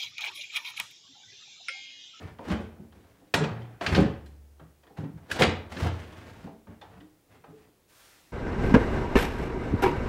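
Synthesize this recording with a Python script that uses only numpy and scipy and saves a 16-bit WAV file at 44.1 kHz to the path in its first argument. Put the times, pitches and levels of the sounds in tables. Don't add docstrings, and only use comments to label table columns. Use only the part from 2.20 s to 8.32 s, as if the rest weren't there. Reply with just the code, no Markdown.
import sys
import numpy as np
from scipy import signal
from scipy.fft import rfft, irfft, next_fast_len
from scipy.io import wavfile
from scipy.ndimage import map_coordinates

SR = 44100
rng = np.random.default_rng(int(sys.argv[2]) if len(sys.argv) > 2 else 0)


def waveform_to_disk(signal):
    frames = np.transpose(np.atleast_2d(signal))
    scaled = np.clip(frames, -1, 1) * 32767
    samples = np.round(scaled).astype(np.int16)
    wavfile.write(sys.argv[1], SR, samples)


def ratio(d):
    e = np.asarray(d, float) / 20
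    return 10 ** e


N = 269892

# frequency in Hz, bandwidth in Hz, relative gain in dB.
CARCASS_MODES = [(81, 37, 6), (118, 9.6, 5.5), (148.5, 25, 3.5), (190, 88, -1.5), (221.5, 5.4, 3),
                 (277.3, 9, -0.5), (308, 8, 1), (380, 33, -6.5), (422, 37, -3), (552, 13, -10),
                 (642, 24, -7.5), (847, 290, -7)]
# frequency in Hz, bandwidth in Hz, relative gain in dB.
EDGE_MODES = [(1590, 170, 5.5), (1860, 310, 2), (2500, 130, 1), (3130, 1400, 2.5), (3860, 250, -18.5),
              (4480, 240, -3.5)]


def unit(x):
    return x / np.sqrt(np.mean(x ** 2) + 1e-20)


def along(points, hz):
    f, v = np.transpose(points)
    return np.interp(np.log(hz + 1), np.log(f + 1), v)


def filtered(x, response):
    m = next_fast_len(len(x) + SR // 2)
    spectrum = rfft(x, m) * response(np.fft.rfftfreq(m, 1 / SR))
    return irfft(spectrum, m)[:len(x)]


def modes(table):
    def response(f):
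        total = 0
        for k, (centre, width, db) in enumerate(table):
            resonance = 1j * f * width / (centre * centre - f * f + 1j * f * width)
            total = total + (-1) ** k * ratio(db) * resonance
        return total
    return response


def above(corner_hz):
    return lambda f: (1j * f / (corner_hz + 1j * f)) ** 2


def below(corner_hz):
    return lambda f: (corner_hz / (corner_hz + 1j * f)) ** 2


def catches(per_s, spread_db):
    hit = rng.random(N) < per_s / SR
    sign = np.sign(rng.standard_normal(N))
    return hit * sign * ratio(spread_db * np.clip(rng.standard_normal(N), -2, 2))


def strokes():
    # start in seconds, length in seconds,
    # scrape level at the start in dB, scrape level at the end in dB, treble gain in dB.
    pulls = [(0, 0.086, -48.5, -53.5, -0.5), (0.231, 0.09, -55, -33.5, 0), (0.736, 0.64, -67, -81, 7),
             (1.204, 0.37, -40.5, -61, -30.5), (1.621, 0.15, -40, -27.5, 1), (2.779, 0.008, -46, -49.5, 3),
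             (2.966, 0.18, -67.5, -59, -3), (3.103, 0.1, -38, -42, 4.5), (3.198, 0.013, -24, -21, 10),
             (3.503, 0.15, -50.5, -35.5, 8), (3.716, .55, -49.5, -57.5, 6), (4.499, 0.033, -53.5, -59, -22),
             (4.649, 0.13, -66, -58.5, -9.5), (5.089, 0.082, -67, -61.5, 4.5),
             (5.305, 0.14, -74, -68.5, 11)]
    grab_db_per_s, stop_db_per_s = 1202, 344.5
    creep_db, creep_db_per_s = -15.5, 77
    s, length, first_db, last_db, bright_db = np.transpose(pulls)[:, :, None]
    t = np.arange(N) / SR - s
    after = np.maximum(t - length, 0)
    lost_db = np.minimum(stop_db_per_s * after, creep_db_per_s * after - creep_db)
    run_db = first_db + (last_db - first_db) * np.clip(t / length, 0, 1)
    level_db = run_db + grab_db_per_s * np.minimum(t, 0) - lost_db
    bright_db = bright_db - lost_db
    loudest = level_db.argmax(axis=0)[None]
    return [np.take_along_axis(v, loudest, axis=0)[0] for v in (level_db, bright_db)]


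def scrape():
    # frequency in Hz, relative density in dB per Hz.
    grit_spectrum = [(120, -51), (200, -11.5), (227, -7.5), (359, -6), (431, -8.5), (1860, -16.5),
                     (15800, -50.5)]
    level_db, bright_db = strokes()
    grip = map_coordinates(rng.standard_normal(N // 600 + 4), [np.arange(N) / 600])
    chatter = ratio(3.5 * grip)
    wood = lambda f: ratio(along(grit_spectrum, f)) * (1 + 0.043 * abs(modes(EDGE_MODES)(f)))
    grit = filtered(chatter * catches(3000, spread_db=3.0), wood)
    low = filtered(grit, lambda f: 1 / (1 + (f / 3500) ** 2))
    hiss = ratio(level_db) * (low + ratio(bright_db) * (grit - low)) / np.std(grit)

    slips = filtered(catches(360, spread_db=6.5), below(520))
    rumble_db = 0.73 * level_db - 12.5
    carcass = modes(CARCASS_MODES)
    rumble = filtered(ratio(rumble_db) * slips, carcass) / np.std(filtered(slips, carcass))
    return hiss, rumble


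def thuds():
    # start in seconds, peak level in dB,
    # centre of the panels moved in Hz, length of the bump in seconds.
    bumps = [(0.023, -29, 100, 0.055), (0.189, -33.5, 432, 0.012), (0.266, -31, 195, 0.026),
             (.3, -20.5, 125, 0.036), (.39, -33.5, 273, 0.037), (0.577, -35.5, 190, .07),
             (0.721, -47, 292, 0.12), (1.009, -51, 350, 0.049), (1.138, -22, 214, 0.017),
             (1.176, -20, 198, 0.021), (1.2, -17, 233, 0.03), (1.702, -17.5, 98, 0.063),
             (1.764, -10, 269, 0.055), (1.794, -15.5, 133, .04), (2.409, -43, 190, 0.03),
             (2.704, -44.5, 378, 0.017), (2.783, -25, 190, .012), (2.828, -28, 205, 0.019),
             (2.92, -37, 120, 0.06), (3.187, -9.5, 383, 0.078), (3.243, -19.5, 94, 0.086),
             (3.558, -32.5, 286, 0.0227), (3.609, -17, 95, 0.037), (3.635, -25.5, 664, 0.088),
             (3.64, -20, 119, 0.046), (4.238, -33, 194, 0.034), (4.262, -36.5, 514, 0.051),
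             (4.467, -36.5, 170, 0.05), (4.619, -38, 705, 0.027), (5.139, -60, 272, 0.03),
             (5.275, -41.5, 200, 0.047), (5.47, -60, 399, .014)]
    # start in seconds, peak level in dB,
    # panel frequency in Hz, length in seconds.
    hums = [(1.288, -32.5, 118, .056), (4.738, -52.5, 190, 0.078), (4.785, -47, 308, 0.0465),
            (5.305, -48, 434, 0.042)]
    # frequency in Hz, bandwidth in Hz, relative gain in dB.
    boards = [(71.25, 1.4, 8), (86.8, 2.3, 9)]
    out, t = np.zeros(N + SR), np.arange(SR) / SR
    body = lambda f: modes(CARCASS_MODES)(f) + sum(modes([board])(f) for board in boards)
    events = [(*row, 1.33) for row in bumps] + [(*row, 0.12) for row in hums]
    for s, db, hz, length, spread in events:
        pushes = np.sin(np.pi * np.clip(t / length, 0, 1) ** 0.5) * rng.standard_normal(len(t))
        pushes[round(.3 * length * SR)] = 1.1 * np.linalg.norm(pushes)
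        place = modes([(hz, spread * hz, 0)])
        ring = filtered(pushes, lambda f: body(f) * place(f) ** 2)
        out[round(s * SR):][:len(t)] += ratio(db) * ring / abs(ring).max()
    return out[:N]


def clacks(firm, crackle, ring):
    # start in seconds, relative level in dB,
    # relative treble gain in dB, relative panel gain in dB, edge mode struck most in Hz.
    contacts = [(0.185, -44.5, -22, 6.5, 1770), (0.3005, -30, -38, 4, 1660), (0.7215, -52, -25, 3, 1620),
                (0.805, -57.5, -2, -13.5, 3920), (1.1391, -12, 0, -1, 1890), (1.238, -26, -46.5, 0.5, 2500),
                (1.417, -46, -30, 1, 3130), (1.6098, -29.5, -29, 8.5, 1620), (1.663, -16.5, -39, -12, 2440),
                (1.7478, -18, -41, -10, 2960), (1.7585, -21.5, -23.5, -14, 4440),
                (1.7821, -36.5, -31.5, 15.5, 1550), (2.0587, -47, 4, -19, 4080),
                (2.395, -55, -25, 14, 1617), (2.6323, -54, -19, 7.5, 2600), (2.6666, -50.5, -26, 5, 1830),
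                (2.7728, -44.5, -11.5, 7, 2000), (2.838, -52.5, -28.5, 14, 1600), (3.1, -39, -14, -3, 1580),
                (3.1124, -21.5, 3.5, -12.5, 1600), (3.19, -26.5, -20, -10.5, 2260),
                (3.2201, -10.5, -7.5, -11.5, 2060), (3.233, -15.5, -17, -6, 2290),
                (3.5143, -54, -22.5, 5, 2820), (3.5663, -32, -39, -21, 1770), (4.469, -54.5, -24, 11, 1610),
                (4.6122, -40, -37, 0, 3490), (4.635, -55, -25, 8, 1583), (4.712, -58, -26, 9, 1450),
                (4.747, -64, -30, -6, 1980), (4.803, -47, -36, -0.5, 1890),
                (5.239, -52.5, -24.5, 13.5, 1900)]
    out, t = np.zeros(N + SR), np.arange(SR // 10) / SR
    treble = lambda f: above(4500)(f) * below(9000)(f) ** 2
    panels = lambda f: above(350)(f) * below(1600)(f) ** 2
    for s, db, bright_db, dull_db, hz in contacts:
        crack = crackle * ratio(-60 * t / 0.056) * rng.standard_normal((3, len(t)))
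        crack *= 1 - np.exp(-t / (.0005 - .00004 * db))
        crack[:, 0] = firm * ratio(0.038 * db)
        damping = np.clip(2.0 + db / 26, .3, 2)
        shift = rng.standard_normal((len(EDGE_MODES), 2))
        moved = [(c * (1 + .02 * a), w * damping, g + 1.5 * b - 10 * np.log10(damping))
                 for (c, w, g), (a, b) in zip(EDGE_MODES, shift)]
        edges = lambda f: sum(modes([mode])(f) for mode in moved)
        struck = modes([(hz, 150 * damping, 3.0 - 0.24 * db)])
        wood = lambda f: (1 + ring * (edges(f) + struck(f))) * above(1200)(f) * below(5500)(f) ** 2
        snap = ratio(19) * filtered(crack[0], wood)
        spit = ratio(bright_db + 22.5) * filtered(crack[1], treble)
        knock = ratio(dull_db + 37.5) * filtered(crack[2], panels)
        out[round(s * SR):][:len(t)] += ratio(db) * (snap + spit + knock)
    return out[:N]


def brush():
    # frequency in Hz, relative density in dB per Hz.
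    cloth_spectrum = [(290, -52), (500, -7), (1440, -4), (15800, -13.5)]
    start_s, rise_s, crest_s = 5.67, 0.0314, 5.84
    crest_db, sag_db_per_s = -58.5, 34
    t = np.arange(N) / SR
    onset = np.clip((t - start_s) / rise_s, 0, 1)
    sweep = onset * ratio(crest_db - sag_db_per_s * abs(t - crest_s))
    return sweep * unit(filtered(rng.standard_normal(N), lambda f: ratio(along(cloth_spectrum, f))))


def room(x, wet_db):
    # frequency in Hz, reverberation time (60 dB) in seconds.
    decay = [(70, 0.66), (160, 0.31), (420, 0.44), (1100, 0.41), (2900, 0.44), (7700, 0.31), (14000, 0.017)]
    out, size = np.zeros(N + 2 * SR), SR // 5
    for start in range(0, N, size):
        hz, t, z = signal.stft(rng.standard_normal(SR * 4 // 5), SR, nperseg=256)
        fade = ratio(-60 * t / along(decay, hz)[:, None])
        tail = signal.istft(z * fade, SR, nperseg=256)[1]
        wet = signal.fftconvolve(x[start:start + size], tail / np.linalg.norm(tail))
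        out[start + 180:][:len(wet)] += wet
    return ratio(wet_db) * out[:N]


def hush():
    # frequency in Hz, relative density in dB per Hz.
    hush_spectrum = [(15, -32), (25, 3), (76, -0.5), (179, -5), (248, -7.5), (307, -1.5), (1120, -17),
                     (4820, -22.5), (14600, -24), (15800, -20.5)]
    return ratio(-65) * unit(filtered(rng.standard_normal(N), lambda f: ratio(along(hush_spectrum, f))))


def scene():
    grit, rumble = scrape()
    body = thuds() + rumble
    rub = grit + brush()
    direct_snaps = ratio(-11.5) * clacks(firm=0.13, crackle=0.24, ring=3.09)
    wall_snaps = room(clacks(firm=0.58, crackle=0.049, ring=1.0), wet_db=-1)
    wall_body = room(filtered(body, above(90)), wet_db=-4)
    wall_rub = room(rub, wet_db=-4.0)
    return (direct_snaps + wall_snaps + body + wall_body + rub + wall_rub + hush())[None]


def band_limit(x):
    return signal.sosfilt(signal.butter(12, 16430, fs=SR, output="sos"), x)


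def record(dry):
    band = lambda hz: (hz < 15800) * above(30)(hz)
    mix = filtered(dry[0], band)[None]
    return band_limit(mix)


dry = scene()
out = record(dry)
waveform_to_disk(out)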